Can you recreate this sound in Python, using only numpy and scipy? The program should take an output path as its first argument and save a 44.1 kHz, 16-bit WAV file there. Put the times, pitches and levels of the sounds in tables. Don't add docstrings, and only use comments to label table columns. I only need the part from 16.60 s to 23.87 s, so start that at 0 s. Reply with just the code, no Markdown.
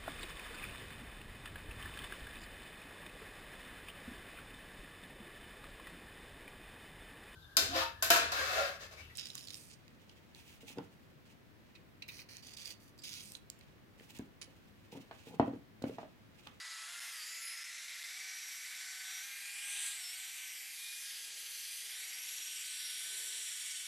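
import sys
import numpy as np
from scipy import signal
from scipy.fft import rfft, irfft, next_fast_len
from scipy.io import wavfile
from scipy.ndimage import uniform_filter1d, map_coordinates

SR = 44100
rng = np.random.default_rng(int(sys.argv[2]) if len(sys.argv) > 2 else 0)


def wav_out(sig):
    wavfile.write(sys.argv[1], SR, np.round(np.clip(np.atleast_2d(sig).T, -1, 1) * 32767).astype(np.int16))


N = 320607
T = np.arange(N) / SR
FFT_SIZE = next_fast_len(N)
FREQ = np.maximum(np.arange(FFT_SIZE // 2 + 1) * SR / FFT_SIZE, 1)
GEAR_RATIO = 18
# (time [s], speed lost [%])
PAD_LOAD = [(0.0, 0.6), (0.42, 0.7), (0.5, 1.47), (0.56, 7.6), (0.62, 11.8), (0.7, 6.9), (0.8, 3.7),
            (0.86, 3.27), (1.06, 2.36), (1.2, 1.04), (1.44, 1.25), (1.54, 2.2), (1.64, 0.8), (1.8, 0.3),
            (1.96, 1.72), (2.16, 1.24), (2.42, 1.35), (2.5, 0.67), (2.6, 0.9), (2.66, 1.95), (2.72, 2.05),
            (2.9, 1.37), (2.98, 1.58), (3.16, 0.99), (3.34, 1.14), (3.44, 11.6), (3.46, 13.2), (3.5, 11.6),
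            (3.58, 6.7), (3.7, 5.2), (3.88, 6.61), (4.0, 6.7), (4.2, 1.36), (4.54, 0.12), (4.76, 0.96),
            (4.92, 0.44), (5.38, 2.42), (5.46, 2.33), (6.06, 3.02), (6.26, 4.3), (6.4, 3.4), (6.46, 2.45),
            (6.6, 2.4), (7.02, 3.96), (7.18, 3.74), (7.26, 3.6)]


def shaft_rate():
    # (time [s], unloaded shaft rate [Hz])
    trigger = [(0, 331.1), (.274, 350.5), (1.495, 384.1), (2.627, 410), (5.322, 389.8)]
    starts, step_hz = np.transpose(trigger)
    free_hz = step_hz[np.searchsorted(starts[1:], T)]
    spin_up_s = 0.01
    return uniform_filter1d(free_hz * (1 - curve(PAD_LOAD) / 100), int(spin_up_s * SR))


def motor(turns, hz):
    # (time [s], level [dB])
    pole_hum = [(0, -82), (.4, -77.5), (.65, -82), (1.05, -84.5), (1.4, -82), (1.62, -75), (1.8, -82.5),
                (2.05, -83), (2.45, -72.5), (2.78, -79.5), (3.12, -70.5), (3.75, -79), (4.2, -79.5),
                (5.1, -81.5), (5.55, -78.5), (5.9, -83), (6.15, -89), (6.45, -80), (6.8, -93), (7.27, -84)]
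    # (time [s], relative level [dB])
    hum_octave = [(0, -62.5), (.3, -57), (.7, -64), (1.4, -67.5), (1.65, -60), (2, -68), (2.35, -58),
                  (2.9, -60.5), (3.2, -53.5), (3.5, -64.5), (3.85, -63), (4.15, -73), (4.45, -62),
                  (5.2, -67.5), (5.8, -68), (6.35, -59), (6.95, -67.5), (7.27, -61.5)]
    # (time [s], level before ringing [dB])
    whistle = [(0, -55.5), (.45, -61), (.65, -63.5), (.88, -55.5), (1.05, -60.5), (1.65, -56.5),
               (1.85, -59), (2.05, -58), (2.4, -64), (2.85, -59.5), (2.98, -55), (3.25, -61), (3.4, -62),
               (3.65, -63), (3.9, -70), (4.12, -63), (4.33, -57), (4.48, -68), (4.7, -70), (5.1, -68),
               (6.15, -77), (6.3, -57.5), (6.55, -66), (6.9, -65), (7.27, -61)]
    # (order [x shaft rate], base level [dB])
    weak_lines = [(8, -69.5), (10, -69), (12, -69), (14, -77.5), (16, -73), (17, -82), (29, -83.5),
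                  (31, -77)]
    housing_order, bars = 20, 24
    housing_db = -77 + beam(lean_db=-11, facing_db=30.5) + ringing(housing_order * hz)
    brush_db = -82.5 + beam(lean_db=8, facing_db=19.5) + ringing(bars * hz)
    hum = tone(turns, order=2, db=curve(pole_hum), scatter=0.15, rate=25)
    hum += tone(turns, order=4, db=curve(hum_octave) - 2.5, scatter=0.19, rate=30)
    hum += tone(turns, order=6, db=curve(whistle) + ringing(6 * hz), scatter=0.42, rate=110)
    housing = tone(turns, order=housing_order, db=housing_db, scatter=0.55, rate=120)
    brushes = tone(turns, order=bars, db=brush_db, scatter=0.45, rate=90)
    weak = 0
    for order, db in weak_lines:
        fading_db = 2 * walk(3.57)
        weak += tone(turns, order, db + ringing(order * hz) + fading_db, scatter=0.55, rate=70)
    return hum + housing + brushes + weak


def pinion(turns):
    # (time [s], level with no load [dB])
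    mesh_level = [(0, -61), (.15, -58), (.28, -71), (.42, -59), (.52, -63), (.62, -64.5), (.78, -62),
                  (.9, -56.5), (1.02, -56.5), (1.14, -68), (1.36, -70), (1.65, -60), (1.77, -53.5),
                  (1.95, -58.5), (2.08, -68), (2.22, -61), (2.32, -58.5), (2.42, -65), (2.51, -53.5),
                  (2.6, -55), (2.68, -64), (2.93, -76), (3.02, -74), (3.08, -57.5), (3.29, -57.5),
                  (3.36, -66), (3.44, -63), (3.52, -65), (3.59, -70), (3.68, -61), (3.8, -71), (3.9, -63),
                  (4.05, -74), (4.26, -71), (4.41, -57.5), (4.55, -61), (4.67, -67), (4.95, -59),
                  (5.25, -63), (5.4, -63), (5.52, -58), (5.85, -55.5), (5.97, -58.5), (6.16, -60),
                  (6.27, -54.5), (6.36, -58), (6.45, -58), (6.63, -59), (6.78, -59.5), (7.27, -59.5)]
    # (time [s], level [dB])
    octave_level = [(0, -76), (.25, -59), (.42, -77), (.75, -65), (.88, -57), (1.08, -78), (1.6, -74),
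                    (1.9, -63), (2.1, -73), (2.45, -74), (2.8, -71), (3.2, -74), (4.2, -71), (4.45, -67),
                    (4.7, -69), (5.15, -60), (5.3, -59), (5.55, -59), (5.85, -58), (6.1, -70), (6.3, -65),
                    (6.65, -79), (7.27, -75)]
    # (time [s], depth [0-1])
    wobble = [(0, .28), (.65, 0), (.85, 0.4), (1.05, 0.35), (1.3, 0.2), (1.9, 0.39), (2.6, 0.06), (3, 0.05),
              (5.2, 0.22), (5.5, 0.6), (6.1, 0.57), (6.3, 0.01), (6.9, 0.38), (7.27, 0.53)]
    teeth, db_per_percent = 15, 1.13
    load, depth = curve(PAD_LOAD), curve(wobble)
    mesh_db = curve(mesh_level) + db_per_percent * load
    pad_angle = 2 * np.pi * turns / GEAR_RATIO
    bent_turns = turns + 0.019 * depth * np.cos(pad_angle)
    whine = tone(bent_turns, order=teeth, db=mesh_db, scatter=0.27, rate=320)
    octave = tone(bent_turns, order=2 * teeth, db=curve(octave_level), scatter=1.1, rate=260)
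    runout = 1 + (0.3 + 0.01 * load) * np.cos(2 * np.pi * turns)
    throb = (1 + depth * np.sin(pad_angle)) / np.sqrt(1 + depth ** 2 / 2)
    return (whine * throb + octave * np.sqrt(throb)) * runout


def layshaft(turns):
    # (time [s], level [dB])
    drone_level = [(0, -99), (.45, -92), (.68, -99), (1.2, -93.5), (1.65, -90.5), (2.25, -91), (2.7, -96),
                   (3.3, -91.5), (3.5, -97), (4.5, -92.5), (5.4, -93.5), (5.8, -87), (6.2, -91),
                   (6.45, -88), (6.8, -87), (7, -99), (7.27, -98)]
    # (time [s], level [dB])
    edge_level = [(0, -92), (6.05, -81), (6.22, -68), (6.5, -65), (6.68, -64), (6.8, -80), (7.27, -81)]
    mesh_order = 0.586
    drone = tone(turns, order=mesh_order, db=curve(drone_level), scatter=0.25, rate=8)
    drone += tone(turns, order=2 * mesh_order, db=-99.5, scatter=0.5, rate=14)
    return drone + tone(turns, order=8 * mesh_order, db=curve(edge_level), scatter=0.7, rate=70)


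def air(turns):
    # (frequency [Hz], relative level [dB])
    hiss_colour = [(300, -65), (550, -34.5), (800, -19), (1150, -11.5), (1570, -6.5), (2050, 0.5),
                   (2900, -2.5), (4300, -3), (6200, -3.5), (8100, -1), (10300, -3), (12600, -8.5),
                   (14000, -15.5), (15400, -48)]
    # (centre [Hz], width [Hz], lift [dB])
    vents = [(1710, 340, 2), (3290, 470, 2), (4760, 300, 1), (7400, 570, 1.5)]
    # (centre [Hz], gain on its side [dB], gain facing the microphone [dB])
    bands = [(1130, -3.5, 8.5), (1610, -3, 7.5), (2150, -3.5, 2), (3170, 4, 11.5), (5060, 2.5, 3.5),
             (6080, -0.5, 1.5), (8000, 1, 14.5), (10500, 5.5, 6.5), (12900, 4, 2)]
    # (time [s], relative level [dB])
    low_level = [(0, 9), (.45, 7.5), (.7, 3.5), (1.2, 2), (2, 0.5), (2.3, 2.5), (2.85, 0.5), (3.05, 0),
                 (3.48, 0), (3.8, -1), (4.3, -0.5), (5.25, -2), (5.38, 0.5), (5.8, 0), (6.2, -2),
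                 (7.27, -4)]
    # (time [s], relative level [dB])
    mid_level = [(0, -1.5), (.3, -3.5), (.45, -2), (.65, -3), (.9, 0.5), (2.6, 0.5), (3, 0), (4.4, -0.5),
                 (5.6, 3), (5.9, -3.5), (6.2, -1), (6.5, -1.5), (7.27, 0)]
    # (time [s], relative level [dB])
    top_level = [(0, -15), (.22, -9), (.45, 0.5), (.85, 2), (1.15, -8.5), (1.4, -1), (1.65, -4),
                 (1.95, 2.5), (2.33, -1.5), (2.55, 1.5), (2.78, 5), (3, 2.5), (3.55, 5.5), (3.8, 3),
                 (3.95, 7), (4.27, 2), (4.65, -1.5), (4.72, -11), (4.8, 2), (5.6, -3.5), (6.6, 1),
                 (7.27, -2)]
    cavities = 1 + sum(resonance(FREQ, hz, width, undb(db) - 1) for hz, width, db in vents)
    spectrum = rfft(rng.standard_normal(FFT_SIZE)) * colour(hiss_colour) * cavities
    log_centres = np.log([hz for hz, _, _ in bands])
    top_shares = np.interp(log_centres, [np.log(7900), log_centres[-1]], [0, 1]) ** 2
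    band_db = [beam(lean_db, facing_db) + share * curve(top_level)
               for (_, lean_db, facing_db), share in zip(bands, top_shares)]
    band_db[0] += curve(low_level)
    band_db[1] += curve(low_level)
    band_db[2] += curve(mid_level)
    hiss, flutter_db = 0, 0.3 * walk(90)
    for weights, db in zip(np.eye(len(bands)), band_db):
        band = irfft(spectrum * np.interp(np.log(FREQ), log_centres, weights))[:N]
        flicker_db = 0.65 * walk(40) + 0.35 * walk(5.5)
        hiss += band * level(undb(db + flutter_db + flicker_db))
    pulse = 1 + 0.05 * np.sin(2 * np.pi * turns) + 0.04 * np.sin(2 * np.pi * turns / GEAR_RATIO)
    return level(sliding_notches(reflections(hiss * pulse)), db=-45.8)


def reflections(hiss):
    # (time [s], lag [ms], strength [0-1])
    detour_path = [(0, 0.14, 0.26), (2.6, 0.12, 0.14), (2.95, 0.16, 0.23), (3.4, 0.17, 0.4),
                   (3.95, 0.19, 0.22), (4.2, 0.15, 0), (4.7, 0.11, 0.21), (5.3, 0.12, 0.24),
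                   (5.55, 0.23, 0.06), (5.8, 0.2, 0.26), (6.02, 0.192, 0.27), (6.15, 0.16, 0.32),
                   (6.3, 0.14, 0.38), (6.45, 0.15, 0.18), (6.7, 0.2, 0.04), (7.27, 0.2, 0.06)]
    times, lag_ms, strength = np.transpose(detour_path)
    detour = np.interp(T, times, strength) * delayed(hiss, np.interp(T, times, lag_ms))
    bounce = undb(-13) * delayed(hiss, ms=0.458 + 0.12 * walk(2))
    return hiss - detour + bounce


def sliding_notches(hiss):
    # (time [s], centre [Hz], depth [dB])
    mid_notch = [(0, 4300, -0.5), (.65, 4050, 0), (1.1, 4700, 3), (1.5, 4800, -3), (2.7, 5340, 2.5),
                 (2.95, 6800, 2), (3.2, 6850, 2), (3.5, 6800, 3), (4.1, 6800, 2), (4.35, 6670, -1),
                 (4.5, 5400, 1), (5.3, 5200, 2), (5.8, 5060, -1.5), (6.3, 5150, 3), (6.7, 5100, 4),
                 (7.27, 5000, 4)]
    # (time [s], centre [Hz], depth [dB])
    top_notch = [(0, 8140, 4), (.4, 8400, 0), (1.4, 9400, 3), (2.1, 10200, 2.5), (2.6, 10900, 7),
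                 (3.2, 11000, -3), (3.6, 10100, 4), (4.3, 9500, 1.5), (5.35, 9400, -1.5), (5.6, 9300, 1.5),
                 (6, 9800, 2), (6.3, 9700, 4), (6.5, 9400, 5), (6.6, 10800, -4), (6.75, 11800, 6),
                 (7.27, 11400, 5)]
    hz, t, frames = signal.stft(hiss, SR, nperseg=512)
    for notch, width_hz in ((mid_notch, 630), (top_notch, 840)):
        times, centre_hz, depth_db = np.transpose(notch)
        shape = bell(hz[:, None], np.interp(t, times, centre_hz), width_hz)
        frames *= undb(-np.interp(t, times, depth_db) * shape)
    return signal.istft(frames, SR)[1][:N]


def beam(lean_db, facing_db):
    # (time [s], lean [0 upright, 1 on its side])
    lean = [(0, 0.087), (2.9, 0.081), (3.4, 0.37), (3.9, 0.23), (4.25, 0.85), (4.8, 0.98), (5.4, 1),
            (7.27, 0.83)]
    # (time [s], aim [0 away, 1 at the microphone])
    facing = [(0, 0.012), (.47, 0.36), (.65, 0.16), (1.4, 0.22), (2.3, 0.27), (2.5, 0.48), (2.8, 0.19),
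              (3.06, 0.57), (3.16, 0.8), (3.27, 0.86), (3.42, 0.27), (3.65, 0.37), (4.1, 0.1), (4.45, 0.26),
              (4.72, 0.15), (5.5, 0.29), (6.25, 0.6), (6.7, 0.71), (7.27, 0.68)]
    return lean_db * curve(lean) + facing_db * curve(facing)


def ringing(hz):
    # (centre [Hz], width [Hz], lift [dB])
    modes = [(2360, 91, 5.5), (3020, 120, 3), (4550, 150, 5), (5460, 68, 7), (6750, 220, 9), (7720, 170, 4),
             (8082, 130, 5), (9730, 440, 10.5), (10850, 190, 7), (12000, 180, 7)]
    return sum(resonance(hz, centre, width, db) for centre, width, db in modes)


def hiss_swells():
    # (middle [s], length [s], level [dB], centre [Hz], width [Hz])
    swells = [(.12, 0.28, -59.5, 6600, 400), (.66, 0.18, -60, 4800, 900), (.73, 0.19, -53, 6950, 900),
              (0.881, 0.09, -49, 10250, 700), (1.344, 0.34, -58.5, 3770, 500), (2.52, .2, -57, 3670, 500),
              (2.549, .25, -62, 12180, 1400), (3.02, .1, -55, 2900, 800), (3.21, 0.13, -49, 8150, 300),
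              (3.203, .2, -63, 9710, 300), (4.25, 0.15, -56, 3693, 700), (4.526, 0.16, -56, 4910, 896),
              (5.05, 0.18, -57, 4827, 1197), (5.15, 0.26, -55, 9070, 1094), (5.65, 0.41, -56, 11500, 651),
              (6.219, .08, -59.5, 13550, 500), (6.279, .2, -56, 4640, 1002), (6.29, 0.21, -59, 10840, 450)]
    return sum(noise(bell(FREQ, hz, width)) * undb(db) * bell(T, middle, length)
               for middle, length, db, hz, width in swells)


def pad_rub():
    # (centre [Hz], width [Hz], relative level [dB])
    panel_modes = [(364, 50, -4), (458, 46, -2), (616, 100, -9), (960, 110, -8)]
    # (middle [s], length [s], relative level [dB])
    strokes = [(0.463, 0.2, -82), (.82, 0.21, -80), (1.56, 0.22, -77), (3.17, 0.16, -77), (3.98, 0.15, -80),
               (4.74, 0.38, -74.5), (5.32, 0.27, -77), (5.746, 0.43, -76.5), (6.3, 0.21, -80),
               (6.56, 0.22, -69), (6.76, 0.15, -73.5)]
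    power = sum(resonance(FREQ, hz, width, undb(2 * db)) for hz, width, db in panel_modes)
    panel_gain = np.sqrt(power) * colour([(100, -25), (320, 2.5), (900, 7), (2000, -12)])
    swells = sum(undb(db) * bell(T, middle, length) for middle, length, db in strokes)
    return noise(panel_gain) * swells * undb(-2.5 + 0.9 * walk(13) + 1.3 * walk(120))


def yard(x, t60_s=0.18, wet_db=-15):
    t = T[:SR // 2]
    tail = rng.standard_normal(len(t)) * np.exp(-np.log(1000) * t / t60_s) * (t > 0.006)
    wet = signal.fftconvolve(x, tail / np.linalg.norm(tail))[:N]
    return (x + undb(wet_db) * wet) / np.sqrt(1 + undb(2 * wet_db))


def outdoor_rumble():
    # (frequency [Hz], relative level [dB])
    rumble_colour = [(20, 2), (45, -0.5), (100, -1.5), (200, -1), (300, 1), (600, 0.5), (1500, -6),
                     (8000, -61)]
    return noise(colour(rumble_colour)) * undb(-81.5)


def tone(turns, order, db, scatter, rate):
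    waver = 1 + scatter * (walk(rate) + 1j * walk(rate))
    return undb(db) * level(np.real(waver * np.exp(2j * np.pi * order * turns)))


def noise(gain):
    return level(irfft(rfft(rng.standard_normal(FFT_SIZE)) * gain)[:N])


def walk(rate):
    hold = int(SR / rate)
    steps = np.repeat(rng.standard_normal(N // hold + 2), hold)
    return level(uniform_filter1d(uniform_filter1d(steps, hold), hold)[:N])


def colour(points):
    hz, db = np.transpose(points)
    return undb(np.interp(np.log(FREQ), np.log(hz), db))


def curve(table):
    return np.interp(T, *np.transpose(table))


def resonance(hz, centre, width, height):
    return height / (1 + (2 * (hz - centre) / width) ** 2)


def bell(x, centre, width):
    return np.exp(-2 * ((x - centre) / width) ** 2)


def delayed(x, ms):
    return map_coordinates(x, [(T - ms / 1000) * SR], mode="nearest")


def level(x, db=0):
    return x * undb(db) / np.sqrt(np.mean(x ** 2))


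def undb(db):
    return 10 ** (np.asarray(db) / 20)


def scene():
    hz = shaft_rate()
    turns = np.cumsum(hz) / SR
    drill = motor(turns, hz) + pinion(turns) + layshaft(turns) + air(turns)
    rumble = outdoor_rumble()
    return np.tile(yard(drill + pad_rub() + hiss_swells()) + rumble, (2, 1))


def record(dry):
    # (middle [s], length [s])
    dips = [(.3193, .0015), (.3994, .004), (1.0371, .0045), (1.434, .0033)]
    dip_db, top_hz = -24, 15000
    dipped = np.any([np.abs(T - middle) < length / 2 for middle, length in dips], axis=0)
    gain = uniform_filter1d(np.where(dipped, undb(dip_db), 1), size=32)
    top_cut = signal.ellip(8, 0.2, 70, top_hz, fs=SR, output="sos")
    return signal.sosfilt(top_cut, dry * gain)


dry = scene()
out = record(dry)
wav_out(out)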